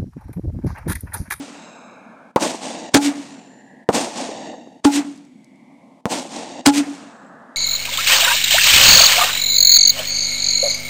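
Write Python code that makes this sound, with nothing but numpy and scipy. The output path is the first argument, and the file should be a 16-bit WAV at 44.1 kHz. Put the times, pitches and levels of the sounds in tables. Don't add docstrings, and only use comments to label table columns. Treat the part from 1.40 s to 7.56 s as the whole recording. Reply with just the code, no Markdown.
import sys
import numpy as np
from scipy import signal
from scipy.io import wavfile
from scipy.ndimage import uniform_filter1d, minimum_filter1d

SR = 44100
rng = np.random.default_rng(int(sys.argv[2]) if len(sys.argv) > 2 else 0)


def generate_wav(sig):
    pcm = np.round(np.clip(np.atleast_2d(sig).T, -1, 1) * 32767).astype(np.int16)
    wavfile.write(sys.argv[1], SR, pcm)


N = 271656
TIME = np.arange(N) / SR

# start_s, jet_db, boom_db, sputter_db, sputter_delay_s, rush_delay_s, rush_db, rush_top_hz,
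# low_band_hz, low_band_db, high_band_hz, high_band_db, comb_spacing_hz, comb_db,
# echo_db, late_echo_db (added as the echo ages)
LAUNCHES = [(-.235, -16.5, 12, 11, 0.023, 0.75, -45.5, 1665, 2300, -56.5, 7540, -58.5, 1292, 13.5, -23.5, 7.5),
            (1.544, 5, 12, 3.5, 0.016, 1.1, -49, 979, 1810, -55, 7190, -57.5, 1413, 4, -21.5, 2.5),
            (3.4469, -6.5, 12.5, -7, 0.0074, 1.25, -49.5, 1078, 2145, -61.5, 7905, -79, 1138, 9, -16.5, -17.5),
            (5.2613, 4.5, 13.5, 5, 0.016, .7, -45, 1880, 1855, -63, 7680, -68.5, 1328, -2, -21.5, 1)]
# start_s, shock_db, push_s, shudder_db, shudder_hz, scatter_db,
# comb_spacing_hz, comb_db, echo_db, late_echo_db (added as the echo ages)
BURSTS = [(0.9611, 21.5, 0.00047, 14.5, 522, 1.5, 944, 7, -18.5, 4.5),
          (2.4897, 11, 0.0011, 17, 485, -4.5, 930, 6.5, -16, 3),
          (4.656, 10.5, 0.00086, -14.5, 170, -17.5, 935, 7, -21, 5.5)]
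# start_s, level_db (before the band filter and its make-up gain)
EMBER_SNAPS = [(3.7609, -47), (3.7764, -45), (3.8507, -53), (4.0447, -46), (4.158, -60)]
# start_s, level_db (before the second band filter)
WALL_SLAPS = [(1.145, -20), (2.6704, -16.5), (2.801, -23), (2.8894, -21.5), (3.1386, -27), (3.271, -37.5),
              (4.8512, -24)]

# pitch_hz, level_db, t60_s, rise_s, echo_share_db
TUBE_MODES = [(285.6, 1.5, 0.12, 0.0043, -2), (842.3, 7, 0.077, 0.036, -37), (1410, -20, 0.098, 0.019, -17)]
# delay_s, spread_s (half-width at 1/e), level_db
BOOM_ECHOES = [(.052, 0.0078, -36.5), (.128, 0.039, -24), (.232, 0.049, -36.5), (.35, 0.085, -51.5)]

# pitch_hz, density_db (per hertz, relative)
LAUNCH_ECHO_COLOUR = [(50, -25.5), (110, -15.5), (200, -1.5), (300, 0), (400, -1.5), (800, 1.5),
                      (1300, -4.5), (2400, 1), (4800, -2), (7800, 0), (10000, -11.5), (15500, -9.5)]
BURST_ECHO_COLOUR = [(50, -35), (110, -19.5), (190, -3), (290, 9), (390, -14), (530, 1.5), (850, 0),
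                     (1300, -15.5), (2300, -12.5), (5000, -14), (7800, -12), (10000, -26), (15500, -28.5)]
LOW_ROLL_COLOUR = [(30, -38.5), (70, -26.5), (120, -11.5), (180, 1.5), (280, 9), (400, -28.5), (800, -35.5)]
FAR_RUSH_COLOUR = [(200, -20), (400, -7.5), (560, 5.5), (850, 2), (1150, 0), (1450, 4.5), (1900, -6),
                   (2600, -16.5)]
# pitch_hz, gain_db
HOLLOW_TINT = [(1200, -6), (1800, 2), (2700, 0.5), (4000, 3.5), (5200, -4.5), (6700, 2.5), (8000, -0.5),
               (9500, -6.5), (12000, 0.5)]

LAUNCH_REFLECTORS = [(0.021, 0.022, 4.5, 0.2, -5.5, 0.15), (0.121, 0.031, -2, 0.63, -0.5, 0.16),
                     (0.239, 0.066, -16, 3.2, -20, 1.1)]
BURST_REFLECTORS = [(.001, 0.003, 17.5, 0.055, -3.5, 0.071), (0.074, 0.019, 1, 0.43, 1.5, 0.44),
                    (.3, .035, -13, 1.5, -11.5, 1.0), (.58, 0.14, -19, .75, -25, 0.41)]

# delay_s, spread_s, width_hz
LOW_BAND_SWELL = (0.8, 0.23, 320)
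HIGH_BAND_SWELL = (.53, .13, 280)

BODY_HZ, HISS_HZ = 740, 2900
AIR_DB_PER_S, AIR_HZ = 32, 10700
ROLL_DB, ROLL_T60_S, NIGHT_DB = -42.5, 5, -51.5
RUSH_SPREAD_S = 0.4
HOLLOW_DELAY_S, HOLLOW_FADE_S = 0.33, 0.37
GAP_DB, TOOTH_SHARPNESS = -6.5, 4
HOLLOW_FROM_HZ, TEETH_FROM_HZ, TEETH_TO_HZ, HOLLOW_EDGE_HZ = 900, 1500, 8200, 160
CUTOFF_HZ = 16000


def from_db(db):
    return np.exp(np.asarray(db) * (np.log(10) / 20))


def rms_one(x):
    return x / np.sqrt(np.mean(x ** 2) + 1e-20)


def butter(x, hz, kind, order=2):
    edges = np.clip(hz, 10, .45 * SR)
    return signal.sosfilt(signal.butter(order, edges, kind, fs=SR, output="sos"), x + 1e-18)


def drift(rate_hz):
    step, settling = 40, 2000
    pole = np.exp(-2 * step * np.pi * rate_hz / SR)
    white = rng.standard_normal(N // step + settling + 2)
    slow = signal.lfilter([1], [1, -2 * pole, pole * pole], white)[settling:]
    return np.interp(np.arange(N) / step, np.arange(len(slow)), rms_one(slow))


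def dying(age, t60):
    return (age >= 0) * from_db(-60 * np.clip(age / t60, 0, 5))


def swell(age, centre, spread):
    return np.exp(-np.minimum(((age - centre) / spread) ** 2 / 2, 50))


def ramp(x):
    return np.clip(x, 0, 1)


def noise_bands(colour):
    edges = 28 * 2 ** (np.arange(29) / 3)
    centres = np.sqrt(edges[1:] * edges[:-1])
    hz, db = np.transpose(colour)
    density = from_db(np.interp(np.log(centres), np.log(hz), db))
    gains = density * np.sqrt(np.diff(edges)) * (centres < 1.2 * hz[-1])
    gains /= np.linalg.norm(gains)
    white = rng.standard_normal((2, N))
    bands = []
    for k, gain in enumerate(gains):
        if gain > 0:
            band = rms_one(butter(white[k % 2], edges[k:k + 2], "band", order=3))
            bands.append((centres[k], gain * band))
    return bands


def tube_booms(wander_rad=0.26, rough=.16, delay_s=.004):
    out = np.zeros(N)
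    phase = wander_rad * drift(25)
    flutter = 1 + rough * drift(53)
    lowest_hz = TUBE_MODES[0][0]
    for s, _, boom_db, *_ in LAUNCHES:
        near = (TIME > s + delay_s) & (TIME < s + 1)
        age = TIME[near] - s - delay_s
        returned = 0
        for k, (lag, spread, db) in enumerate(BOOM_ECHOES):
            sign = 1 if k % 2 else -1
            returned = returned + sign * from_db(db) * swell(age, lag, spread / np.sqrt(2))
        for hz, db, t60, rise, echo_db in TUBE_MODES:
            direct = dying(age, t60) * (1 - np.exp(-(age / rise) ** 2))
            swing = np.sin(2 * np.pi * hz * age + phase[near] * hz / lowest_hz)
            out[near] += from_db(boom_db + db) * (direct + from_db(echo_db) * returned) * swing
    return out * flutter


def reflected(age, reflectors, leafy):
    power = 0
    for delay, rise, body_db, body_t60, hiss_db, hiss_t60 in reflectors:
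        db = body_db + leafy * (hiss_db - body_db)
        t60 = body_t60 + leafy * (hiss_t60 - body_t60)
        envelope = np.where(age < delay, swell(age, delay, rise), dying(age - delay, t60))
        power = power + (from_db(db) * envelope) ** 2
    return (age >= 0) * power


def echoes(shots, reflectors, colour, lumpy_db, grain_db, late_s=0.45):
    step = 32
    coarse = TIME[::step]
    lumps = lumpy_db * drift(45)[::step]
    grain = grain_db * drift(190)[::step]
    out = np.zeros(N)
    for hz, band in noise_bands(colour):
        leafy = ramp(np.log(hz / BODY_HZ) / np.log(HISS_HZ / BODY_HZ))
        power = 0
        for s, *_, echo_db, late_db in shots:
            age = np.maximum(coarse - s, 0)
            air_loss_db = AIR_DB_PER_S * age * (hz / AIR_HZ) ** 5
            db = echo_db + late_db * np.minimum(age / late_s, 1) - air_loss_db
            power = power + from_db(db) ** 2 * reflected(coarse - s, reflectors, leafy)
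        unevenness = from_db(lumps + leafy * (grain - lumps / 2))
        out += band * np.interp(TIME, coarse, np.sqrt(power) * unevenness)
    return out


def hollowed(echo, size=1024):
    hz, t, cells = signal.stft(echo, SR, nperseg=size)
    shots = sorted(LAUNCHES + BURSTS)
    ends = [shot[0] - size / SR for shot in shots[1:]] + [np.inf]
    tint_db = np.interp(hz, *np.transpose(HOLLOW_TINT))
    treble = ramp((hz - HOLLOW_FROM_HZ) / HOLLOW_EDGE_HZ)
    singing = ramp((hz - TEETH_FROM_HZ) / HOLLOW_EDGE_HZ) * ramp((TEETH_TO_HZ - hz) / HOLLOW_EDGE_HZ)
    for (s, *_, spacing_hz, comb_db, _, _), end in zip(shots, ends):
        teeth = singing * np.abs(np.cos(np.pi * hz / spacing_hz)) ** TOOTH_SHARPNESS
        db = treble * (tint_db + GAP_DB + (comb_db - GAP_DB) * teeth)
        depth = ramp((t - s - HOLLOW_DELAY_S) / HOLLOW_FADE_S) * (t < end)
        cells = cells * from_db(np.outer(db, depth))
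    return signal.istft(cells, SR, nperseg=size)[1][:N]


def distant_rumble(flutter_db=0.9):
    low, middle = (from_db(flutter_db * drift(14)) * sum(band for _, band in noise_bands(colour))
                   for colour in (LOW_ROLL_COLOUR, FAR_RUSH_COLOUR))
    roll_power = sum((from_db(ROLL_DB) * dying(TIME - s, ROLL_T60_S)) ** 2 for s, *_ in LAUNCHES + BURSTS)
    out = low * np.sqrt(from_db(NIGHT_DB) ** 2 + roll_power)
    for s, _, _, _, _, delay, db, top_hz, *_ in LAUNCHES:
        rush = butter(middle, top_hz, "low", order=12)
        out += from_db(db) * swell(TIME - s, delay, RUSH_SPREAD_S) * rush
    return out


def steady_hiss(level_db=-74, band_hz=(4500, 9500), lower_db=-70, lower_hz=(1500, 3900)):
    return sum(from_db(db) * rms_one(butter(rng.standard_normal(N), hz, "band"))
               for db, hz in ((level_db, band_hz), (lower_db, lower_hz)))


def lingering_bands(waver_db=1.5):
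    out, white = np.zeros(N), rng.standard_normal(N)
    for s, *_, low_hz, low_db, high_hz, high_db, _, _, _, _ in LAUNCHES:
        for hz, db, (delay, spread, width) in ((low_hz, low_db, LOW_BAND_SWELL),
                                               (high_hz, high_db, HIGH_BAND_SWELL)):
            band = rms_one(butter(white, [hz - width / 2, hz + width / 2], "band", order=3))
            out += from_db(db) * swell(TIME - s, delay, spread) * band
    return out * from_db(waver_db * drift(25))


def shell_cracks(edge_hz=3800, shudder_t60=0.018, scatter_t60=0.065, scatter_hz=(620, 1100),
                 fizz_db=-13, fizz_t60=0.042):
    out = np.zeros(N)
    scatter = rms_one(butter(rng.standard_normal(N), scatter_hz, "band"))
    fizz = from_db(fizz_db) * rms_one(butter(rng.standard_normal(N), [1200, 8000], "band"))
    for s, shock_db, push_s, shudder_db, hz, scatter_db, *_ in BURSTS:
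        age = TIME - s
        pushes = np.clip(age / push_s, 0, 40)
        shock = (age >= 0) * (1 - pushes) * np.exp(-pushes)
        shudder = dying(age, shudder_t60) * np.sin(2 * np.pi * hz * age) * (1 - np.exp(-pushes))
        out -= from_db(shock_db) * shock + from_db(shudder_db) * shudder
        out += from_db(scatter_db) * (scatter * dying(age, scatter_t60) + fizz * dying(age, fizz_t60))
    return butter(butter(out, edge_hz, "low", order=1), 86, "high")


def wall_slaps(t60=0.039, band_hz=(220, 950)):
    knock = rms_one(butter(rng.standard_normal(N), band_hz, "band"))
    envelope = sum(from_db(db) * dying(TIME - s, t60) for s, db in WALL_SLAPS)
    return butter(knock * envelope, band_hz, "band", order=4)


def gas_jets(jet_s=0.0055, lead_t60=0.013, stop_t60=0.0035, sputter_s=0.012, top_hz=8600, low_db=-5,
             pulsing=1.0, ragged_db=3, hiss_db=-4):
    hiss = rms_one(butter(butter(rng.standard_normal(N), 190, "high"), top_hz, "low", order=6))
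    body = from_db(low_db) * rms_one(butter(rng.standard_normal(N), [90, 1400], "band"))
    jet, sputter = np.zeros(N), np.zeros(N)
    for s, jet_db, _, sputter_db, delay, *_ in LAUNCHES:
        age = TIME - s
        away = np.maximum(-age / lead_t60, (age - jet_s) / stop_t60)
        jet += from_db(jet_db - 60 * np.clip(away, 0, 5))
        pulses = 1 - pulsing * np.cos(np.pi * TUBE_MODES[0][0] * age) ** 2
        sputter += from_db(sputter_db) * (age > 0) * swell(age, delay, sputter_s) * pulses
    ragged = from_db(ragged_db * drift(130))
    return (hiss + body) * jet + (from_db(hiss_db) * hiss + body) * sputter * ragged


def ember_snaps():
    envelope = sum(from_db(db) * dying(TIME - s, .012) for s, db in EMBER_SNAPS)
    return 2 * butter(rng.standard_normal(N) * envelope, [4000, 9500], "band", order=3)


def scene():
    returns = (echoes(LAUNCHES, LAUNCH_REFLECTORS, LAUNCH_ECHO_COLOUR, lumpy_db=1.5, grain_db=1.27)
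               + echoes(BURSTS, BURST_REFLECTORS, BURST_ECHO_COLOUR, lumpy_db=1.4, grain_db=1.5))
    shots = gas_jets() + tube_booms() + shell_cracks() + wall_slaps()
    night = distant_rumble() + steady_hiss()
    return (shots + hollowed(returns) + lingering_bands() + ember_snaps() + night)[None]


def limiter(x, threshold_db=-2, depth_db=11, ahead_s=0.045, release_db_per_s=330):
    over = np.clip(20 * np.log10(np.abs(x) + 1e-9) - threshold_db, 0, depth_db)
    size = 2 * int(ahead_s * SR / 2) + 1
    over = -minimum_filter1d(-over, size, origin=-(size // 2))
    release = release_db_per_s * TIME
    cut = np.maximum.accumulate(over + release) - release
    return x * from_db(-uniform_filter1d(cut, size=200))


def record(dry):
    ceiling = .71
    clipped = np.clip(limiter(dry[0]), -ceiling, ceiling)
    thinned = butter(clipped, 51, "high", order=1)
    top_cut = signal.ellip(10, .1, 50, CUTOFF_HZ, fs=SR, output="sos")
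    return signal.sosfiltfilt(top_cut, thinned)[None]


dry = scene()
out = record(dry)
generate_wav(out)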